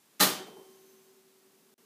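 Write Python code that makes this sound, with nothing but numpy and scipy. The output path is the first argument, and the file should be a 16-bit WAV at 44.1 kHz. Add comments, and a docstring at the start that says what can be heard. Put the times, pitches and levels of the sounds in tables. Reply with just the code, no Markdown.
"""Drop into a metal toaster

Something lands in a toaster on a kitchen counter: one bright crash of a few quick contacts. The sheet-metal
case rings briefly in the tiled room; springs and wires inside quiver on for a second. The object settles with
dull knocks, and a thin sizzle swells and fades. Underneath sits a quiet bed of hum and hiss; near the end the
whole sound drops out for a moment."""
import sys
import numpy as np
from scipy import signal
from scipy.fft import rfft, irfft
from scipy.io import wavfile

SR = 44100
rng = np.random.default_rng(int(sys.argv[2]) if len(sys.argv) > 2 else 0)


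def int16_out(signal):
    """Quantize to a 16-bit WAV file."""
    q = np.round(np.clip(np.atleast_2d(signal).T, -1, 1) * 32767)
    wavfile.write(sys.argv[1], SR, q.astype(np.int16))


N = 81585
TIME = np.arange(N) / SR

# The quick hits of the landing: start_s, level_db, tilt_db_per_octave
LANDING_HITS = [(0.1956, -38, -4), (0.2000, -27.5, -1.5), (0.207, -24.5, 0.5), (0.2106, -25.5, 0),
                (0.2242, -24.5, -1.5), (0.2325, -27, 10.5)]
# Tone colour of the dense ring of case and room: freq_hz, relative_db
CRASH_COLOUR = [(50, -39.5), (85, -19), (120, -12), (190, -4), (300, -4), (490, -10.5), (900, -6),
                (1600, -5), (2300, -7), (3000, -5), (4000, -4), (6800, -5.5), (11000, -5.5), (15000, -7)]
# Tail length of that ring: freq_hz, t60_s
CRASH_TAIL = [(100, 0.46), (350, 0.57), (700, 0.6), (1500, 0.48), (3000, 0.47), (5500, 0.42), (9000, 0.35),
              (15000, 0.27)]
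# Partials of the sheet-metal case: pitch_hz, level_db, t60_s
CASE_PARTIALS = [(190, -27, .42), (291, -32, .3), (409, -35.5, .4), (528, -38.5, .5), (608, -29, .36),
                 (829, -25, .23), (848, -26, .17), (1031, -33, .3), (1137, -32.5, .36), (1221.5, -29.5, .4),
                 (1247, -25, .13), (1339, -23, .15), (1583, -28, .2), (1811, -21, .16), (1833, -28.5, .3),
                 (3332, -31.5, .25), (3585, -33, .36), (3845, -37.5, .38), (4059.5, -20, .21),
                 (4527.5, -33, .36), (9778, -36, .28), (11536, -29, .28), (13552, -30.5, .2)]
# Long-ringing springs and wires inside: pitch_hz, level_db, t60_s, quiver_depth
SPRING_PARTIALS = [(374, -37, .95, .25), (381.5, -49.5, 4.5, .18), (766, -43.5, 1.0, .4),
                   (1070, -61, 2.6, .2), (3113, -41.5, .95, .05)]
# Small knocks as the object settles: start_s, level_db
KNOCKS = [(0.414, -50.5), (0.465, -47.5), (0.562, -50.5)]
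# Tone colour of the knocks: freq_hz, relative_db
KNOCK_COLOUR = [(80, -19), (120, -16), (190, -2), (290, -8.5), (410, 2.5), (600, -16), (790, -4.5),
                (1000, -16), (2500, -36), (12000, -32)]
# Narrow bands of the sizzle at the top of its swell: centre_hz, width_hz, level_db
SIZZLE_BANDS = [(6210, 190, -74), (12600, 620, -75)]
# Tone colour of the room hum: freq_hz, relative_db
HUM_COLOUR = [(40, -37), (80, -37), (125, -20.5), (175, -7.5), (230, 0.5), (275, -4.5), (320, -10.5),
              (420, -4.5), (560, -18), (1100, -18.5), (2000, -33.5), (8000, -28.5)]
# Fader curve of the hum: time_s, level_db
HUM_FADER = [(0, -76.5), (.15, -69), (.6, -66), (1.4, -71), (1.85, -67)]
# Tone colour of the hiss: freq_hz, relative_db
HISS_COLOUR = [(40, -12), (150, 10.5), (700, 3), (2200, 0), (7000, -0.5), (15000, -2)]
# Fader curve of the hiss: time_s, level_db
HISS_FADER = [(0, -66), (.3, -63.5), (.65, -61.5), (.95, -63.5), (1.25, -65.5), (1.85, -65.5)]


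def crash(crack_db=1.5, crack_t60_s=0.02):
    """Each hit cracks, crack_db above its tail, then rings through case and room; the top dies first."""
    out = 0
    for start_s, level_db, tilt in LANDING_HITS:
        crack = from_db(crack_db) * decay(start_s, crack_t60_s)
        ring = dense_ring(CRASH_COLOUR, lambda hz: crack + decay(start_s, at_hz(CRASH_TAIL, hz)), tilt)
        out += from_db(level_db) * ring
    return out


def case_clang():
    """The struck sheet metal gives a short, inharmonic clang."""
    return sum(partial(*row) for row in CASE_PARTIALS)


def case_glint(count=70, total_db=-27.5, spread_db=4.5):
    """Weak case partials scattered over the treble put a metallic glint on the crash."""
    pitches_hz = rng.uniform(2600, 15000, count)
    levels_db = at_hz(CRASH_COLOUR, pitches_hz) + rng.normal(0, spread_db, count)
    power = np.sum(from_db(levels_db) ** 2) / 2
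    levels_db += total_db - 10 * np.log10(power)
    return sum(partial(hz, db, at_hz(CRASH_TAIL, hz)) for hz, db in zip(pitches_hz, levels_db))


def springs(quiver_hz=10.63):
    """Springs and wires ring on, throbbing unevenly as they quiver."""
    quiver = narrow_noise(quiver_hz, width_hz=8.2)
    return sum(partial(hz, db, t60_s) * (1 + depth * quiver) for hz, db, t60_s, depth in SPRING_PARTIALS)


def settling_knocks(t60_s=0.4):
    """Dull little knocks as the object comes to rest."""
    power = sum((from_db(db) * decay(start_s, t60_s)) ** 2 for start_s, db in KNOCKS)
    return dense_ring(KNOCK_COLOUR, lambda hz: np.sqrt(power))


def sizzle(peak_s=0.87, spread_s=0.19):
    """A thin high buzz, like a loose wire, swells and fades."""
    swell = np.exp(-0.5 * ((TIME - peak_s) / spread_s) ** 2)
    return swell * sum(from_db(db) * narrow_noise(hz, width_hz) for hz, width_hz, db in SIZZLE_BANDS)


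def room_tone():
    """A bed of low hum and soft hiss, each drifting in level."""
    return fader(HUM_FADER) * noise(HUM_COLOUR) + fader(HISS_FADER) * noise(HISS_COLOUR)


def dense_ring(colour, envelope, tilt_db_per_octave=0):
    """Countless overlapping modes: third-octave noise bands, each shaped by envelope(hz)."""
    edges = np.geomspace(45, 16500, 26)
    centres = np.sqrt(edges[1:] * edges[:-1])
    gains = from_db(at_hz(colour, centres) + tilt_db_per_octave * np.log2(centres))
    gains /= np.sqrt(np.sum(gains ** 2 * np.diff(edges)) * 2 / SR)  # unit total power
    white = rng.standard_normal((2, N))  # neighbouring bands get independent noise
    out = 0
    for k, hz in enumerate(centres):
        band = signal.butter(2, edges[k:k + 2], "band", fs=SR, output="sos")
        out += gains[k] * signal.sosfilt(band, white[k % 2] * envelope(hz) + 1e-18)
    return out


def partial(hz, db, t60_s, attack_s=0.0084):
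    """One metal mode: a sine that builds from the second hit and rings out."""
    start_s = LANDING_HITS[1][0]
    attack = 1 - np.exp(-np.maximum(TIME - start_s, 0) / attack_s)
    tone = np.sin(2 * np.pi * (hz * TIME + rng.random()))
    return from_db(db) * attack * decay(start_s, t60_s) * tone


def narrow_noise(hz, width_hz):
    """Noise twice through one resonance, rms 1."""
    b, a = signal.iirpeak(hz, hz / width_hz, fs=SR)
    once = signal.lfilter(b, a, rng.standard_normal(N + SR))
    return rms_one(signal.lfilter(b, a, once)[SR:])  # skip the resonance's build-up


def noise(colour):
    """Steady noise of a given colour, rms 1."""
    hz = np.maximum(np.fft.rfftfreq(N, 1 / SR), 1)
    spectrum = rfft(rng.standard_normal(N)) * from_db(at_hz(colour, hz))
    return rms_one(irfft(spectrum, N))


def decay(start_s, t60_s):
    """Envelope that jumps to one and falls 60 dB every t60_s."""
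    return (TIME >= start_s) * from_db(-60 * np.maximum(TIME - start_s, 0) / t60_s)


def fader(points):
    """Gain over time from rows of time_s, level_db."""
    return from_db(np.interp(TIME, *np.transpose(points)))


def at_hz(points, hz):
    """Read a table on a log-frequency axis."""
    freqs_hz, values = np.transpose(points)
    return np.interp(np.log(hz), np.log(freqs_hz), values)


def from_db(db):
    """Decibels to gain."""
    return 10 ** (np.asarray(db) / 20)


def rms_one(x):
    """Scale to unit rms."""
    return x / np.sqrt(np.mean(x ** 2) + 1e-20)


def scene():
    """Mono mix of the landing and its aftermath over the kitchen's room tone."""
    landing = crash() + case_clang() + case_glint() + springs()
    return (landing + settling_knocks() + sizzle() + room_tone())[None]


def record(dry, low_cut_hz=161, high_cut_hz=15300, dropout_s=(1.741, 1.779), dropout_db=-27.5):
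    """Thin the deep bass, duck the whole mix for a moment near the end and cut the very top."""
    low_cut = signal.butter(2, low_cut_hz, "high", fs=SR, output="sos")
    high_cut = signal.ellip(12, 0.2, 70, high_cut_hz, fs=SR, output="sos")
    in_dropout = (TIME > dropout_s[0]) & (TIME < dropout_s[1])
    ducked = signal.sosfilt(low_cut, dry) * from_db(dropout_db * in_dropout)
    return signal.sosfilt(high_cut, ducked)


dry = scene()
out = record(dry)
int16_out(out)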